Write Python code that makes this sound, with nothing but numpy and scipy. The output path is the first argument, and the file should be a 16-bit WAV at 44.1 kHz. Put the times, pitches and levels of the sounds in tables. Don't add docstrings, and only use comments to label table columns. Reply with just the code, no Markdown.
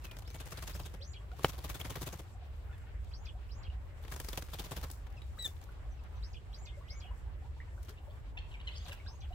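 import sys
import numpy as np
from scipy import signal
from scipy.fft import rfft, irfft, next_fast_len
from scipy.io import wavfile
from scipy.ndimage import uniform_filter1d

SR = 44100
rng = np.random.default_rng(int(sys.argv[2]) if len(sys.argv) > 2 else 0)


def voltage_ratio(level):
    return 10 ** (np.asarray(level, float) / 20)


def dump_mix(stems):
    frames = np.atleast_2d(stems).T
    limited = np.clip(frames, -1, 1)
    pcm = np.round(limited * 32767).astype(np.int16)
    wavfile.write(sys.argv[1], SR, pcm)


N = 411894
M = next_fast_len(N)

# time in seconds, feather hiss, vane rustle, air
# moved in dB.
WING_STROKES = [(0.0463, -47.5, -47, -52), (0.346, -49.5, -51, -50), (0.4045, -48, -48.5, -51.5),
                (.4623, -50, -52.5, -53.5), (0.5217, -45, -48, -48.5), (0.5764, -48, -48, -51),
                (.627, -45.5, -47, -51), (0.676, -43, -48, -52.5), (0.697, -47.5, -49.5, -57),
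                (0.7505, -47.5, -50, -50.5), (0.7973, -48, -49.5, -47.5), (0.8557, -48, -50, -53),
                (0.9405, -55.5, -55.5, -51), (1.391, -69, -77, -49.5), (1.486, -42, -50.5, -52.5),
                (1.531, -56, -54, -58), (1.584, -51, -52.5, -49.5), (1.6444, -43.5, -44, -46),
                (1.6978, -41, -45, -49.5), (1.7467, -44, -45.5, -47.5), (1.7984, -45, -50, -51),
                (1.851, -46.5, -45.5, -45), (1.902, -43, -45.5, -44.5), (1.9584, -45.5, -44, -43),
                (2.0162, -40, -46.5, -42.5), (2.0687, -41.5, -44, -43.5), (2.1295, -45.5, -48.5, -46),
                (2.193, -51, -52, -48.5),
                (4.118, -46, -47, -52), (4.5358, -45, -45.5, -49), (4.594, -41, -42.5, -44.5),
                (4.6433, -48, -50.5, -56), (4.7158, -43.5, -44.5, -42.5), (4.767, -44.5, -44.5, -48),
                (4.8343, -46, -45, -48), (7.894, -53.5, -54, -65), (8.8684, -65, -55, -59),
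                (8.8877, -53, -50, -60), (8.9268, -51, -54, -62)]
STROKES = WING_STROKES


def noise(spectrum, channels):
    hz, db = np.transpose(spectrum)
    log_hz = np.log(np.arange(1, M // 2 + 2) * SR / M)
    gain = voltage_ratio(np.interp(log_hz, np.log(hz), db, -200, -200))
    x = irfft(rfft(rng.standard_normal((channels, M))) * gain, M)[:, :N]
    return x / x.std()


def pair(spectrum, alike):
    share = np.sqrt(np.clip([[1 + alike], [1 - alike]], 0, 2) / 2)
    mid, side = noise(spectrum, channels=2) * share
    return np.array([mid + side, mid - side])


def walk(rate_hz):
    hold = max(int(SR / rate_hz), 60)
    steps = rng.standard_normal(N // hold + 2)
    x = uniform_filter1d(np.repeat(steps, hold), hold)[:N]
    return x / x.std()


def add(out, start_s, sound):
    i = int(start_s * SR)
    out[..., i:i + sound.shape[-1]] += sound[..., :max(N - i, 0)]


def tone(out, rows, orders=((1, 0),), fade_s=0.00083):
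    s, hz, db = np.transpose(rows)
    t = np.arange(s[0], s[-1], 1 / SR)
    phase = 2 * np.pi * np.cumsum(np.interp(t, s, hz)) / SR
    partials = sum(voltage_ratio(order_db) * np.sin(k * phase) for k, order_db in orders)
    ends = np.clip(np.minimum(t - s[0], s[-1] - t) / fade_s, 0, 1)
    add(out, s[0], np.sqrt(2) * voltage_ratio(np.interp(t, s, db)) * ends * partials)


def echoes(x, t60_s, wet_db, lag):
    t = np.arange(int(0.6 * SR)) / SR
    tail = rng.standard_normal((2, len(t))) * np.exp(-np.log(1000) * t / t60_s)
    tail *= voltage_ratio(wet_db) / np.sqrt(np.sum(tail ** 2, axis=1, keepdims=True))
    return np.array([x, np.roll(x, lag)]) + signal.fftconvolve(x[None], tail, axes=1)[:, :N]


def tilt(left_db):
    return voltage_ratio(np.array([[left_db], [-left_db]]))


def woodland(level_db=-44.5):
    # frequency in Hz, level in dB # per
    # Hz.
    air_colour = [(20, -12), (32, -18), (48, 0.5), (70, -0.5), (110, -12.5), (165, -26), (250, -32.5),
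                  (400, -30.5),
                  (800, -35), (1600, -38), (3000, -44.5), (5000, -52.5), (6800, -55.5), (7600, -50),
                (8800, -58.5), (16300, -61)]
    # time in seconds, level in dB.
    rumble = [(0, -49), (.6, -46), (1.2, -48), (1.8, -45), (2.4, -47.5), (3, -42.5), (3.6, -43),
              (4.2, -44.5), (4.8, -46.5), (5.4, -43), (6, -43.5), (6.6, -44.5), (7.2, -42), (7.8, -46),
              (8.4, -44), (9, -46), (9.34, -41)]
    s, db = np.transpose(rumble)
    swell = voltage_ratio(np.interp(np.arange(N) / SR, s, db + 45))
    octave = np.log2(np.arange(1, M // 2 + 2) * SR / M / 60)
    alike = np.interp(octave, [0, 1, 2.3, 3.4, 4.5], [0.87, 0.87, 0.56, 0.22, 0])
    air = rfft(noise(air_colour, channels=2), M) * np.sqrt([1 + alike, 1 - alike])
    out = 0
    for k in range(-2, 9):
        band = irfft(air * np.clip(1 - np.abs(octave - k), 0, 1), M)[:, :N]
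        flicker_db = 0.93 * walk(6) + (2.3 * walk(25) if k > 3 else 0)
        out = out + band * voltage_ratio(flicker_db) * (swell if k < 1 else 1)
    mid, side = out
    return voltage_ratio(level_db) * np.array([mid + side, mid - side]) / mid.std()


def far_birds(flick_db=-13, whistle_bend=0.0446):
    # start in seconds, upstroke length in seconds, top in Hz, upstroke and ending levels in dB.
    calls = [(0.24, 0.14, 7130, -62, -62), (0.709, 0.12, 6900, -60, -64), (1.004, 0.12, 7270, -52.5, -58.5),
             (3.113, 0.14, 7150, -60, -58), (3.489, 0.14, 7520, -58.5, -63.5),
             (6.212, 0.12, 6930, -59.5, -61.5), (6.521, .135, 7600, -56, -58.5),
             (6.877, 0.12, 7080, -54, -60.5), (8.731, 0.117, 7020, -59, -60), (9.053, 0.11, 6740, -59, -61)]
    # delay in seconds, held pitch in Hz.
    endings = [(0.0049, 3700), (0.0032, 3700), (0.0084, 3350), (0.0033, 3450), (.003, 3250), (0.0016, 3420),
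               (0.00041, 3600), (.007, 3330), (.003, 3450), (.046, 3400)]
    upstroke = [(0, 0), (.12, 0.3), (.25, 0.59), (.45, .8), (.7, .91), (1, 0.99)]
    # pitch in Hz, level in dB.
    loudness = [(2300, -8), (3000, -2.5), (4300, 3), (5100, 9), (5700, -3.5), (6400, -10.5), (7200, -5),
                (8000, -9)]
    # time from upstroke end in seconds, pitch in Hz, level in dB.
    plunge = [(-.004, 6536, 0.5), (.003, 4510, 7), (.012, 2473, 5.5), (.018, 2280, -4), (.031, 2390, -6.5)]
    # time from upstroke end in seconds, pitch in Hz, level in dB.
    hold = [(.012, 3500, -20), (0.018, 3390, 7), (.031, 3343, 5.5), (.036, 2955, 8), (.043, 2250, -6)]
    # start in seconds, length in seconds, first and last pitch in Hz, level in dB.
    whistles = [(0.017, 0.15, 2730, 2410, -63), (.29, 0.13, 2380, 2300, -65),
                (6.153, 0.029, 6410, 6140, -70), (7.05, 0.024, 2200, 3300, -55),
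                (7.072, 0.029, 2900, 2900, -59), (7.7, 0.051, 1700, 1800, -64),
                (6.63, 0.14, 2200, 2150, -65), (6.835, 0.165, 1900, 2260, -60.5),
                (.535, 0.095, 2200, 2120, -64), (9.8, .04, 1400, 1300, -57), (12, 0.054, 2280, 2220, -70),
                (5.908, 0.028, 6300, 6000, -67)]
    rises, ends = np.zeros(N), np.zeros(N)
    share, climb = np.transpose(upstroke)
    loud_hz, loud_db = np.transpose(loudness)
    u = np.linspace(0, 1, num=24)
    for (s, length_s, top_hz, up_db, end_db), (delay_s, held_hz) in zip(calls, endings):
        hz = 2300 + (top_hz - 2300) * np.interp(u, share, climb)
        db = up_db + np.interp(hz, loud_hz, loud_db) - 400 * np.maximum(length_s * u - 0.12, 0)
        tone(rises, np.transpose([s + length_s * u, hz, db]))
        tone(rises, [(s - 0.003, 4600, up_db + flick_db), (s + 0.013, 5900, up_db + flick_db)])
        for voice in (plunge, hold):
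            scale = (1, held_hz / hold[1][1], 1)
            tone(ends, np.array(voice) * scale + (s + length_s + delay_s, 0, end_db))
    out = rises * voltage_ratio(3.5 * walk(300) + 2.5 * walk(90)) + ends * voltage_ratio(3.0 * walk(350))
    for s, length_s, first_hz, last_hz, db in whistles:
        bend = 1 + whistle_bend * np.sign(last_hz - first_hz)
        middle_hz = (first_hz + last_hz) / 2 * bend
        tone(out, [(s, first_hz, db - 5.5), (s + length_s / 2, middle_hz, db),
                   (s + 0.816 * length_s, last_hz, db), (s + length_s, (middle_hz + first_hz) / 2, db - 12)])
    out = out + voltage_ratio(-8) * np.roll(out, int(0.007 * SR))
    return echoes(out, t60_s=0.12, wet_db=-2, lag=-15) * voltage_ratio(-6)


def scolds(length_s=0.0224, wobble=0.052, buzz_db=4.0, trim_db=-10.0):
    # start in seconds, peak in dB, fourth partial in Hz, slant as a share of pitch.
    notes_heard = [(7.9717, -60, 3700, 0.12), (8.099, -64, 4500, 0.14), (8.371, -43, 3910, 0.35),
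                   (8.512, -54, 3900, -0.21), (8.54, -52.5, 3200, -0.22), (8.597, -52.5, 4000, 0.2),
                   (8.671, -41.5, 3870, -0.21), (9.4, -51, 2900, 0.11), (8.64, -68, 4500, .05),
                   (8.689, -57, 2900, 0.083), (8.806, -62, 4500, -0.049), (8.822, -64, 4800, -0.11),
                   (8.752, -57, 4410, .1), (8.612, -71, 3800, 0.042), (8.912, -48, 3700, -0.14),
                   (8.708, -55, 4400, 0.12), (8.737, -56, 4800, -0.13), (8.765, -52, 6200, 0.071),
                   (8.7894, -63, 4500, 0.1), (9.3244, -60, 4000, 0.094)]
    # multiple of pitch, level in dB.
    orders = [(2, -4.5), (3, 5), (4, -3), (5, -23), (6, -21), (7, -23)]
    out = np.zeros(N)
    u = np.linspace(0, 1, num=16)
    for s, db, fourth_hz, slant in notes_heard:
        waver = wobble * rng.standard_normal(len(u))
        pitch_hz = fourth_hz / 4 * (1 + slant * (u - 0.5) + waver)
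        tone(out, np.transpose([s + length_s * u, pitch_hz, db + trim_db - 10 * (u - 0.4) ** 2]), orders)
    return echoes(out * voltage_ratio(buzz_db * walk(500)), t60_s=0.52, wet_db=-5, lag=10)


def water(cycles=10.6, glide=0.246, trim_db=-2.5, spray_db=-11.5, lap_db=-62.5):
    # time in seconds, peak in dB, pitch in Hz.
    drops = [(0.941, -62, 460), (1.003, -48, 512), (1.325, -47, 700), (8.897, -49, 547), (2.347, -51, 710),
             (2.415, -51, 686), (2.713, -55, 740), (3.213, -49.5, 820), (3.35, -51, 700), (3.996, -53, 570),
             (5.062, -52, 840), (6.528, -70, 875), (6.592, -56, 766), (6.771, -47, 562), (7.045, -49, 706),
             (7.107, -49, 963), (7.259, -52, 814), (7.445, -50, 850), (7.777, -60, 562),
             (7.893, -53.5, 399), (8.079, -47, 572), (8.37, -49.5, 740), (8.873, -59, 835),
             (9.08, -51, 1040), (9.234, -51, 760), (9.305, -43, 686)]
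    # time in seconds, peak in dB, pitch in Hz.
    plinks = [(5.689, -46.5, 1400), (1.314, -45.5, 1360), (3.073, -51, 3700), (3.7, -42, 2900),
              (5.218, -38, 3880), (7.602, -35, 1930), (7.612, -46, 2200), (7.7772, -47, 1456),
              (8.9228, -40, 1560), (8.9994, -41, 2210), (9.062, -42, 1540)]
    # time in seconds, peak in dB, pitch in Hz.
    trickle = [(2.487, -55, 641), (2.596, -61, 603), (2.636, -65, 524), (2.693, -52, 1400),
               (2.838, -53, 825), (2.945, -65, 799), (3.046, -54, 700), (3.186, -56, 736),
               (3.435, -65, 610), (3.516, -63, 743), (3.721, -56, 690), (3.759, -55, 724),
               (3.916, -58, 563), (5.095, -53, 743), (5.156, -55, 589), (5.329, -60, 754),
               (5.469, -55, 726), (5.536, -54, 845), (5.878, -56, 586), (5.926, -53, 735),
               (6.267, -62, 584), (6.317, -54, 732), (6.616, -51, 747), (6.809, -47.5, 1050),
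               (6.921, -57, 550), (7.081, -53, 720), (7.419, -52.5, 734), (7.565, -54, 859),
               (7.841, -59, 583), (8.002, -55, 743), (8.35, -51, 870), (8.547, -53, 844), (8.681, -54, 890),
               (8.851, -49, 708), (9.106, -49, 840)]
    hollows_hz = (583, 740, 850, 1040)
    spray = []
    for s, _, rustle_db, _ in STROKES:
        for a, b, c in rng.random((8, 3)):
            spray.append((s + 0.05 * a, rustle_db + spray_db - 3.3 * np.log(b + 0.43), 500 * 6 ** c))
    lapping = []
    for wave in rng.random((120, 6, 3)):
        wave_s, detune = wave[0, 0] * N / SR, 1 + 0.087 * (wave[0, 2] - 0.5)
        for a, b, c in wave[1:]:
            hz = hollows_hz[int(4 * c)] * detune
            lapping.append((wave_s + 0.09 * a, lap_db - 3.7 * np.log(b + 0.1), hz))
    out = np.zeros(N)
    for rows, ring in ((drops, cycles), (plinks, 7.0), (trickle, 9.0), (spray, 5.0), (lapping, 7.0)):
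        for s, db, hz in rows:
            life_s = ring / hz
            t = np.arange(int(6 * life_s * SR)) / SR
            climb_s = glide * life_s * (np.exp(-t / life_s) + t / life_s) * min(1000 / hz, 1)
            phase = 2 * np.pi * hz * (t + climb_s - 0.061 * t)
            shape = (1 - np.exp(-t / 0.0015)) * np.exp(-t / life_s)
            add(out, s, voltage_ratio(db + trim_db) * np.sin(phase) * shape)
    return echoes(out, t60_s=0.12, wet_db=-1.5, lag=2)


def squeaks():
    # time in seconds, pitch in Hz, level in dB.
    squeak_notes = [
        [(5.168, 1430, -74), (5.18, 1286, -68.5), (5.2, 1250, -85)],
        [(5.972, 1470, -82), (5.985, 1400, -80.5), (6.002, 1250, -80)],
        [(5.384, 1820, -76), (5.392, 1996, -58), (5.43, 1927, -49), (5.443, 1950, -52), (5.452, 1807, -46),
         (5.466, 1740, -47), (5.474, 1750, -69)],
    ]
    # multiple of pitch, level in dB.
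    squeak_orders = [(1, -10), (2, 8), (3, -28), (4, -2.5), (5, -25)]
    # time in seconds, pitch in Hz, level in dB.
    chuckles = [
        [(2.795, 373, -80), (2.82, 364, -79), (2.845, 330, -82)],
        [(2.862, 344, -76), (2.9, 402, -79)],
    ]
    # multiple of pitch, level in dB.
    chuckle_orders = [(4, 8.5), (5, 4), (6, 0), (7, -3), (8, -1)]
    # time in seconds, pitch in Hz, level in dB.
    peeps = [
        [(2.695, 673, -77), (2.725, 713, -68)],
        [(2.728, 885, -67), (2.756, 840, -75)],
    ]
    # multiple of pitch, level in dB.
    peep_orders = [(2, 3.5), (3, -3), (4, -6)]
    clear, throaty = np.zeros(N), np.zeros(N)
    for rows in squeak_notes:
        tone(clear, rows, squeak_orders)
    tone(clear, [(5.372, 1150, -61), (5.382, 1300, -59), (5.387, 1960, -52)])
    for rows in chuckles:
        tone(throaty, rows, chuckle_orders)
    for rows in peeps:
        tone(throaty, rows, peep_orders)
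    voice = clear * voltage_ratio(2.8 * walk(120)) + throaty * voltage_ratio(4.4 * walk(500))
    return echoes(voice, t60_s=0.12, wet_db=-10.0, lag=-2) * tilt(1.5)


def knock(push_s=0.00041):
    # frequency in Hz, level in dB, t60 in seconds.
    modes = [(134, -16, 0.018), (440, -4.5, 0.0089), (700, -1.5, 0.0061), (1050, 0, 0.0048),
             (1600, -3, 0.0021), (2250, -5.5, 0.008), (2900, -9.5, 0.0094), (3500, -20, 0.011),
             (4840, -43, 0.0055)]
    # time in seconds, level in dB.
    taps = [
        (1.4456, -21),
        (1.4462, -13),
    ]
    out, t = np.zeros(N), np.arange(int(0.08 * SR)) / SR
    rim = 0
    for hz, db, t60_s in modes:
        rim = rim + voltage_ratio(db) * np.cos(2 * np.pi * hz * t) * np.exp(-np.log(1000) * t / t60_s)
    rim = -rim * (1 - np.exp(-t / push_s))
    for s, db in taps:
        add(out, s, voltage_ratio(db) * rim / np.abs(rim).max())
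    wall_push = -voltage_ratio(-13) * np.sin(np.pi * np.clip(t / 0.0013, 0, 1)) ** 1.5
    wing_slap = voltage_ratio(-33.5) * rng.standard_normal(len(t)) * np.exp(-t / 0.0087)
    add(out, taps[0][0], wall_push + wing_slap)
    return echoes(out, t60_s=0.03, wet_db=-18, lag=2) * tilt(1.2)


def snaps(click_s=0.00029, cycles=2.4, ring_db=-3, trim_db=-5):
    # time in seconds, peak in dB, ring in Hz.
    quills = [(0.0493, -41, 2600), (0.1125, -31, 2900), (0.5244, -36, 1210), (0.5736, -29, 4080),
              (0.628, -37, 1170), (0.6769, -32, 3690), (0.7517, -36, 1610), (0.8545, -40, 3380),
              (1.394, -33, 1150), (1.6866, -39, 1880), (1.6993, -30, 1160), (1.8005, -28, 2430),
              (1.8135, -22.5, 3200), (1.7045, -30, 2500), (1.8525, -31, 2050), (1.9044, -35, 1030),
              (1.955, -31, 1900), (2.0153, -40, 1060), (2.067, -42, 3060), (2.0714, -42, 1110),
              (2.1914, -44, 1070), (4.0806, -44, 2930), (4.118, -38, 1230), (8.6, -48, 2740),
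              (8.613, -49, 3500), (8.54, -50, 3000), (8.738, -52, 3800), (8.693, -48, 2500),
              (4.122, -27, 1620), (4.1627, -42, 1000), (4.1992, -32, 1700), (4.244, -45, 1350),
              (4.2857, -34, 1230), (4.3318, -27, 3550), (4.375, -41, 2770), (4.374, -35, 2350),
              (4.4227, -32.5, 1500), (4.5353, -33, 1220), (4.588, -31, 3340), (4.596, -43, 1050),
              (4.7167, -40, 1200), (4.7204, -40, 1190), (4.766, -44, 1110), (4.8274, -40, 4190),
              (4.8987, -39, 1530), (5.2205, -44, 3910)]
    out, t = np.zeros(N), np.arange(int(0.015 * SR)) / SR
    for s, db, hz in quills:
        tick = rng.standard_normal(len(t)) * np.exp(-t / click_s) / 2
        ring = voltage_ratio(ring_db) * np.sin(2 * np.pi * hz * t) * np.exp(-t * hz / cycles)
        add(out, s, voltage_ratio(db + trim_db) * (tick + ring))
    return echoes(out, t60_s=0.03, wet_db=0, lag=1) * tilt(1.1)


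def wings(beat_s=0.019, flick_s=0.0043, lag_s=0.0026, crackle_db=2.5, patch_db=3.5,
          trim_db=(-6.5, -4.0, -2.0, 0.5), whirr_rise_s=0.024, whirr_fall_s=0.028):
    # frequency in Hz, level in dB per Hz.
    hiss = [(2500, -26), (4000, -0.5), (6000, 1.5), (10000, -1.5), (13000, 0), (16500, -1)]
    # frequency in Hz, level in dB per Hz.
    rustle = [(500, -18), (1000, 0), (2000, -3.5), (3500, -3), (5000, -12), (8000, -21)]
    # frequency in Hz, level in dB per Hz.
    puff = [(170, -48), (260, -0.5), (450, -2.5), (800, -6.5), (1400, -20)]
    # frequency in Hz, level in dB per Hz.
    thump = [(80, -17), (120, 4.5), (170, 0), (230, -25)]
    # time in seconds, feather hiss in dB, vane rustle in dB.
    flicks = [(0.1146, -51, -50.5), (0.168, -48, -49), (0.1883, -45.5, -54), (0.2216, -55, -54),
              (0.277, -54, -52.5), (.3032, -48, -54), (1.8108, -60, -49), (4.0266, -57, -63),
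              (4.081, -56, -49), (4.163, -40, -46.5), (4.2005, -33.5, -42), (4.246, -40.5, -47.5),
              (4.2866, -34, -43), (4.3311, -38, -43), (4.375, -31, -35), (4.3894, -45, -59),
              (4.423, -42.5, -46), (4.485, -70, -53.5), (4.545, -55, -57), (4.661, -45, -49),
              (4.8135, -49, -58), (4.8997, -47, -49.5), (4.914, -37.5, -64), (4.9332, -60, -65),
              (4.038, -57, -56), (4.05, -60, -51), (4.139, -43, -50), (4.7825, -47, -60), (4.845, -50, -53)]
    # time in seconds, hiss in dB, rustle in dB.
    claws = [(1.3166, -71, -55), (1.433, -47.5, -53), (1.445, -33.5, -31.5), (2.7811, -59, -66),
             (3.046, -59, -72), (4.9738, -64, -74), (5.102, -62, -68), (5.067, -60, -53),
             (5.1253, -59, -69), (5.218, -68, -55.5), (5.3876, -61, -55.5), (5.425, -43, -62),
             (5.453, -36, -51), (5.477, -45, -53.5), (5.4914, -54, -73.5), (5.463, -44, -60),
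             (5.626, -64, -58), (5.5653, -74.5, -58.5), (5.6144, -54, -59), (5.6396, -50.5, -66),
             (5.72, -62, -64), (6.038, -59, -76), (1.453, -52, -44), (1.4925, -53, -54), (1.539, -60, -56),
             (7.83, -50, -76), (7.8494, -56, -74), (7.8846, -63, -51)]
    crackle = voltage_ratio(crackle_db * walk(450))
    crackle /= np.sqrt(np.mean(crackle ** 2))
    layers = [crackle * voltage_ratio(1.6 * walk(900)) * pair(hiss, alike=0.0) * tilt(1.5),
              crackle * pair(rustle, alike=0.22) * tilt(1.2),
              pair(puff, alike=0.87) * tilt(0.8),
              pair(thump, alike=1.0) * tilt(1.0)]
    events = [(s, True, (hiss_db, rustle_db, air_db, air_db)) for s, hiss_db, rustle_db, air_db in STROKES]
    for s, hiss_db, rustle_db in flicks + claws:
        events.append((s, False, (hiss_db, rustle_db, rustle_db - 1.5, rustle_db - 8.5)))
    t = np.arange(int(0.1 * SR)) / SR
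    octaves = np.log2(np.arange(1, len(t) // 2 + 2) * SR / len(t) / 300)
    out, whirr = np.zeros((2, N)), np.zeros((2, N))
    for s, is_beat, levels_db in events:
        length_s, rise, fall_power, lead = (beat_s, 0.45, 2.1, 0.45) if is_beat else (flick_s, 0.15, 1.2, 0.27)
        start_s = s - lead * length_s
        for k, db in enumerate(levels_db):
            span_s = length_s + k * lag_s
            shape = (1 - np.exp(-(t / (rise * span_s)) ** 2)) * np.exp(-(t / span_s) ** fall_power)
            burst = layers[k][:, int(start_s * SR):][:, :len(t)]
            if k < 2:
                bumps = np.interp(octaves, np.linspace(0, 6, num=16), rng.standard_normal(16))
                burst = irfft(rfft(burst) * voltage_ratio(patch_db * bumps), len(t))
            burst = burst * shape
            energy = np.mean(np.sum(burst ** 2, axis=1)) + 1e-30
            level = np.sqrt(np.sum(shape ** 2) / energy) / shape.max()
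            add(out, start_s, burst * voltage_ratio(db + trim_db[k]) * level)
        whirr[:, int(s * SR)] += voltage_ratio(levels_db[:2]) ** 2 * length_s / beat_s
    around = np.arange(-0.2 * SR, 0.4 * SR) / SR
    halo = np.exp(-np.maximum(around / whirr_fall_s, -around / whirr_rise_s))
    whirr = signal.fftconvolve(whirr, halo[None], axes=1)[:, int(0.2 * SR):][:, :N]
    whirr = np.sqrt(np.abs(whirr))
    return out + voltage_ratio(-16.5) * whirr[0] * layers[0] + voltage_ratio(-15) * whirr[1] * layers[1]


def scene():
    return woodland() + far_birds() + scolds() + water() + squeaks() + knock() + snaps() + wings()


def top_cut(x):
    return signal.sosfilt(signal.butter(12, 15830, fs=SR, output="sos"), x)


def record(dry):
    low_pass = signal.ellip(14, 0.2, 90, 15800, fs=SR, output="sos")
    mix = signal.sosfilt(low_pass, dry)
    return top_cut(mix)


dry = scene()
out = record(dry)
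dump_mix(out)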